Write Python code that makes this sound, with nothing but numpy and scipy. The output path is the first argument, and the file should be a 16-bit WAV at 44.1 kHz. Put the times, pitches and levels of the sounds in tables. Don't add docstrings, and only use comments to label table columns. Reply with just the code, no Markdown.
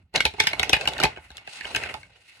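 import sys
import numpy as np
from scipy import signal
from scipy.fft import rfft, irfft
from scipy.io import wavfile

SR = 44100
rng = np.random.default_rng(int(sys.argv[2]) if len(sys.argv) > 2 else 0)


def volts_from_decibels(level):
    exponent = np.asarray(level, float) / 20
    return 10 ** exponent


def persist_wave(psi):
    counts = np.round(np.clip(psi, -1, 1) * 32767).astype(np.int16)
    wavfile.write(sys.argv[1], SR, np.atleast_2d(counts).T)


N = 105840


def rms_one(x):
    return x / np.sqrt(np.mean(x ** 2) + 1e-20)


def peak_one(x):
    return x / (np.abs(x).max() + 1e-20)


def at_hz(points, hz):
    points = np.array(points)
    return np.interp(np.log(hz + 1), np.log(points[:, 0]), points[:, 1])


def colour(x, points):
    size = x.shape[-1]
    hz = np.arange(size // 2 + 1) * SR / size
    below = np.minimum(hz / points[0][0], 1) ** 3
    return irfft(rfft(x) * volts_from_decibels(at_hz(points, hz)) * below, size)


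def band(x, order, low_hz, high_hz):
    return signal.sosfilt(signal.butter(order, [low_hz, high_hz], "band", fs=SR, output="sos"), x)


def ring(x, hz, t60):
    r, w = volts_from_decibels(-60 / (t60 * SR)), 2 * np.pi * hz / SR
    return signal.lfilter([0, np.sin(w)], [1, -2 * r * np.cos(w), r * r], x + 1e-18)


def drift(rate_hz):
    r = np.exp(-2 * np.pi * rate_hz / SR)
    noise = rng.standard_normal(N + 9000)
    return rms_one(signal.lfilter([1], [1, -2 * r, r * r], noise)[9000:])


def grains(chance, rate, spread_db):
    size = volts_from_decibels(-spread_db * np.log(chance[1] + 0.001))
    return (chance[0] < rate / SR) * size * np.sign(chance[2] - .5)


# freq_hz, share
OWN_SHARE = [(300, 0.42), (1000, 0.51), (3000, 0.88), (5500, 0.83), (6800, 0.58), (11000, 0.067),
             (14000, 0.022)]
# freq_hz, left_lead_rad
PORT_PHASE = [(60, 0), (1000, -.6), (2300, .7), (3500, -2.6), (5000, -3.8), (6600, -6.6), (9500, -7.6),
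              (14000, -9.42)]


def ports(shared, own):
    hz = np.arange(len(shared) // 2 + 1) * SR / len(shared)
    share = np.clip(at_hz(OWN_SHARE, hz), 0, 1) * hz ** 2 / (hz ** 2 + 400 ** 2)
    lead = np.exp(1j * at_hz(PORT_PHASE, hz) * np.array([[1], [0]]))
    return irfft(rfft(shared) * np.sqrt(1 - share) * lead + np.sqrt(share) * rfft(own), len(shared))


def patchy(x):
    octave = np.log2(np.arange(N // 2 + 1) * SR / N + 1)
    spectrum = rfft(x)
    out = 0
    for k in range(5, 16):
        part = irfft(spectrum * np.clip(1 - np.abs(octave - k), 0, 1), N)
        out = out + part * volts_from_decibels(3 * drift(5.85))
    return out


# start_s, level_db, palm_contact_db, edge_hiss_db
SLIDE = [(0, -75.5, 16.5, -5), (.05, -89.5, 15.5, 7), (.125, -92, 9, -3), (.15, -37, 9, -11),
         (.29, -66.5, 17.5, 15), (.37, -55.5, 0, -2), (.45, -44, -3, -9), (.58, -54.5, 14, 5.5),
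         (.8, -48, 6.5, -25), (.95, -47.5, 13, 2), (1.08, -54, 12.5, -16), (1.24, -62.5, 2, 8.5),
         (1.42, -58, -1.5, -1.5), (1.55, -45, -16, -3), (1.85, -44, 9.5, 0.5), (2.0, -57, 6, 5.5),
         (2.05, -66.5, 6.5, -2), (2.28, -60, -12.5, 3), (2.4, -57, -8.5, 2.5)]
# freq_hz, density_db
RUSTLE = [(150, -0.5), (800, 9), (1200, 1.5), (2600, 3), (4500, -1), (6000, -9), (11000, -10), (16000, -14)]
# freq_hz, level_db, t60_s
STACK = [(1570, 7, 0.02), (1732, 4.5, 0.015), (2200, -6.5, 0.087), (2500, -2, 0.035), (2902, 7.5, 0.013),
         (3820, -5.5, 0.0076), (4430, -6.5, 0.011), (4930, -40, 0.0069)]


def sliding():
    s, db, palm_db, edge_db = np.transpose(SLIDE)
    t = np.arange(N) / SR
    rub = grains(rng.random((3, 3, N)), rate=12000, spread_db=2.0)
    ringing = 0
    for k, (hz, mode_db, t60) in enumerate(STACK):
        ringing = ringing + volts_from_decibels(mode_db) * ring(rub, hz, t60 / 2) * (-1) ** k
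    hiss = rms_one(rms_one(colour(rub, RUSTLE)) + volts_from_decibels(-9.5) * rms_one(ringing))
    palm_hz, edge_hz = 900, 5800
    dull = signal.filtfilt(*signal.butter(1, palm_hz * 1.36, fs=SR), hiss)
    edge = signal.lfilter(*signal.butter(2, edge_hz, "high", fs=SR), hiss)
    hiss = hiss + (volts_from_decibels(np.interp(t, s, edge_db)) - 1) * edge
    hiss = hiss + (volts_from_decibels(np.interp(t, s, palm_db)) - 1) * dull
    flicker_db = 2.2 * drift(33.4)
    hiss = patchy(hiss) * volts_from_decibels(np.interp(t, s, db) + flicker_db)
    heard = ports(hiss[0], hiss[1:])
    opposed = np.arange(N // 2 + 1) * SR / N > 11400
    return heard - irfft(rfft(heard.mean(0)) * opposed, N)


# peak_s, peak_db, pitch_hz
THUMPS = [(0.044, -48, 88.8), (0.16, -43, 68.5), (0.264, -27, 81), (0.41, -34.5, 91), (0.602, -31, 85.3),
          (0.738, -28, 62.7), (0.886, -36.5, 70), (1.048, -27.5, 64.7), (1.191, -41.5, 78.4),
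          (1.26, -47, 78.6), (1.314, -41.5, 67.5), (1.7, -50.5, 68), (1.772, -32, 119), (1.951, -57.5, 82)]


def table():
    t, bumps = np.arange(N) / SR, 0
    for s, db, hz in THUMPS:
        push = np.exp(-((t - s) / 0.0042) ** 2)
        bumps = bumps + volts_from_decibels(db) * peak_one(ring(push, hz, t60=0.12))
    noise = rng.standard_normal((2, N))
    rumble = rms_one(band(noise[0], 2, 50, 130))
    hush = rms_one(band(noise[1], 1, 150, 900))
    s, slide_db, palm_db, _ = np.transpose(SLIDE)
    hands_db = np.interp(t, s, slide_db + 2 * palm_db)
    rumble_db = -61 + 0.45 * (hands_db + 55.0)
    return bumps + volts_from_decibels(rumble_db) * rumble + volts_from_decibels(-95.5) * hush


# start_s, peak_db, body_db (re peak), snap_db (re peak), ring_hz
DROPS = [(0.14, -26, 7, -7, 3300), (0.1545, -14, -8, -18, 2860), (0.16, -9.5, -5, 1, 2360),
         (0.176, -21.5, -12, -23, 4110), (0.2055, -8, -40, -16, 2170), (0.253, -8, -4.5, -3.5, 2720),
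         (0.264, -17, -40.5, -10, 2300), (0.338, -32, 1, -14, 2840), (0.381, -28.5, 12, -16, 2000),
         (0.4015, -4, -16, -11, 2310), (0.425, -43, -30.5, -33, 2200), (0.4175, -24, -22.5, -25, 3920),
         (0.438, -17, 0, -4, 2120), (0.471, -5.5, -16, -8, 2200), (0.486, -35.5, -36.5, -4, 3580),
         (0.532, -18, -9.5, -16, 2200), (0.596, -8.5, -8, -7, 2200), (0.631, -10.5, -15.5, -17, 2533),
         (0.695, -9.5, -4, -2, 2900)]
# start_s, peak_db, body_db (re peak), snap_db (re peak), ring_hz
CLOSING = [(0.7315, -4.5, -16, -17, 2520), (0.740, -13.5, -30.5, -26.5, 2500),
           (0.748, -22.5, -25, -19, 2960), (0.753, -21, -22, -23, 2500), (0.766, -21.5, -13, -16.5, 2480),
           (0.773, -35.5, -33.5, -35.5, 2500), (0.811, -21.5, -11, -15, 2670),
           (0.855, -22.5, -9, -20, 2310), (0.875, -10, -11.5, -19.5, 2934),
           (0.885, -16.5, -10.5, -11.5, 2320), (0.935, -22, -5.5, -5, 2270),
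           (0.966, -32, -10.5, -37.5, 1900), (0.981, -23.5, -35, -9, 4550), (0.988, -22, -9, -29.5, 1800),
           (1.001, -13, -14.5, -17, 1730), (1.015, -19, -7, -18.5, 2440), (1.028, -14.5, -3, -17, 2500),
           (1.036, -5, -7.5, -8.5, 2120), (1.0405, -9.5, 0, -11, 2420), (1.047, -22.5, 1.5, -6.5, 2500),
           (1.052, -16.5, -8.5, -17.5, 2600), (1.059, -26, 5, -23.5, 2500), (1.066, -28, -14.5, -33, 2600)]
# start_s, peak_db, body_db (re peak), snap_db (re peak), ring_hz
TAPS = [(1.162, -35.5, -11, -42, 2000), (1.172, -28.5, 0.5, -32.5, 1530), (1.18, -33, -6, -38, 2200),
        (1.304, -34.5, -7, -10.5, 1500), (1.316, -39.5, -8, -8, 3800), (1.37, -26, -36, 16, 4000),
        (1.38, -33, -35, -14.5, 1420), (1.475, -29, -9, -14, 2706), (1.609, -26, -20, -22, 2350),
        (1.618, -37, -36, -37, 2030), (1.645, -29, -20, -37, 2120), (1.652, -26, -13, -33.5, 1840),
        (1.748, -15, -19.5, -20.5, 2980), (1.761, -10, -20.5, -3.5, 2530), (1.765, -16, -9.5, -14.5, 2880),
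        (1.836, -24, -18, -16, 2520), (1.941, -23, 0, -11, 2546), (2.031, -38.5, -25, -23, 2300),
        (2.159, -49.5, -33, -13.5, 2500)]
# freq_hz, level_db, t60_s
BODY = [(167, -4, 0.042), (426.6, -6.5, 0.078), (608, 7.5, 0.0049), (792, 10, 0.011), (864, -8, 0.12)]
# freq_hz, density_db
SNAP = [(3500, 7.5), (6000, -2.5), (9000, -7.5), (12000, -7), (16000, -11.5)]


def landings(rows, ring_db, span=1):
    out, size, lead = np.zeros((2, N + SR)), 8192, 1024
    t = (np.arange(size) - lead) / SR

    def fall(tau_s, lag_s=0, hold_s=0):
        brush = volts_from_decibels(-17) * np.exp((t - lag_s).clip(max=0) / 0.0027)
        decay = np.exp(-(t - lag_s - hold_s * span).clip(0) / (tau_s * span))
        return np.where(t < lag_s, brush, decay)

    for (s, db, low_db, top_db, hz), chance in zip(rows, rng.random((len(rows), 6, size))):
        snaps = grains(chance, rate=3300, spread_db=2.5) + 0.65 * (chance[3] - .5)
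        snaps[lead] = 2.5
        luck = volts_from_decibels(3.5 * 2 * (chance[3, :20] - .5))
        hit = snaps * (fall(0.0015, hold_s=0.002) + volts_from_decibels(-14) * fall(0.0039))
        push = snaps[::-1] * fall(0.0069, lag_s=0.0013)

        stack = 0
        for k, (g, (mode_hz, mode_db, t60)) in enumerate(zip(luck, STACK)):
            stack = stack + g * volts_from_decibels(mode_db) * ring(hit, mode_hz, t60) * (-1) ** k
        slap = band(hit, 1, 1200, 5000)
        own_note = ring(hit, hz, t60=0.012)
        mid = peak_one(stack) + volts_from_decibels(-8) * peak_one(slap) + volts_from_decibels(ring_db) * peak_one(own_note)

        low = 0
        for g, (mode_hz, mode_db, t60) in zip(luck[10:], BODY):
            low = low + g * volts_from_decibels(mode_db) * ring(push, mode_hz, t60) * np.sqrt(mode_hz)
        top = colour(snaps * (fall(0.0017) + volts_from_decibels(-12) * fall(0.015)), SNAP)

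        sound = volts_from_decibels(3) * peak_one(mid)
        sound = sound + volts_from_decibels(low_db + 4.5) * 2 * peak_one(low)
        sound = sound + volts_from_decibels(top_db + 17.5) * 2 * peak_one(top)
        near = rfft((chance[4:] - .5) * np.exp(-np.arange(size) / (0.0013 * SR)))
        near = near / np.sqrt(np.mean(np.abs(near) ** 2))
        own = irfft(rfft(sound) * near, size)
        i = int(s * SR)
        out[:, i:i + size] += volts_from_decibels(db) * peak_one(ports(sound, own))
    return out[:, lead:lead + N]


# peak_s, peak_db, pitch_hz, t60_s
TOCKS = [
    (0.16, -15.5, 2150, 0.041),
    (0.207, -6, 2190, 0.025),
    (0.264, -21.5, 2226, 0.036),
    (0.402, -6, 2178, 0.028),
    (0.439, -24.5, 2194, 0.029),
    (0.473, -11.5, 2190, 0.04),
    (0.7332, -9.5, 2500, 0.022),
    (0.743, -16, 2500, 0.033),
    (1.043, -16, 2491, 0.029),
]


def tocks():
    t, out = np.arange(N) / SR, 0
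    wobble, flutter = 0.72 * drift(120.0), drift(90)
    left_lead = .7 * np.array([[1], [0]])
    for s, db, hz, t60 in TOCKS:
        swell = np.exp(-((s - t).clip(0) / .0028) ** 0.95)
        decay = volts_from_decibels(-60 * (t - s - .0022).clip(0) / min(t60, .032))
        tail = volts_from_decibels(-20 - 60 * (t - s).clip(0) / .15) * (t > s) * flutter
        shape = (np.where(t < s, swell, decay) + tail) * volts_from_decibels(1.5 * flutter)
        out = out + volts_from_decibels(db - 9.5) * shape * np.sin(2 * np.pi * hz * t + wobble + left_lead)
    return out


def room(x):
    t = np.arange(SR // 2) / SR
    tail = rng.standard_normal((2, len(t))) * volts_from_decibels(-60 * t / 0.16) * (1 - np.exp(-t / 0.0039))
    tail = band(tail, 2, 400, 5750)
    tail /= np.sqrt((tail ** 2).sum(1, keepdims=True))
    return volts_from_decibels(-17.5) * signal.fftconvolve(x, tail, axes=1)[:, :N]


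def scene():
    cards = landings(DROPS, ring_db=3.5) + landings(CLOSING, ring_db=-0.5)
    cards = cards + landings(TAPS, ring_db=-6, span=0.74) + tocks()
    return sliding() + table() + cards + room(cards)


def low_pass(x):
    return signal.sosfilt(signal.butter(12, 16960, fs=SR, output="sos"), x)


# freq_hz, level_db
MIC = [(30, -23), (55, 0), (850, 0.5), (1150, -1.5), (1500, 4.5), (2300, 8), (3300, 7), (15800, 0.5)]
# freq_hz, left_minus_right_db
BALANCE_DB = [(60, -1.5), (240, -2), (950, -2.5), (3770, 0.5), (15000, -1)]


def record(dry):
    hz = np.arange(N // 2 + 1) * SR / N
    mic_db = at_hz(MIC, hz) - 22 * (hz > 15900)
    side_db = at_hz(BALANCE_DB, hz) * np.array([[.5], [-.5]])
    mix = np.tanh(irfft(rfft(dry) * volts_from_decibels(mic_db + side_db), N))
    return low_pass(mix)


dry = scene()
out = record(dry)
persist_wave(out)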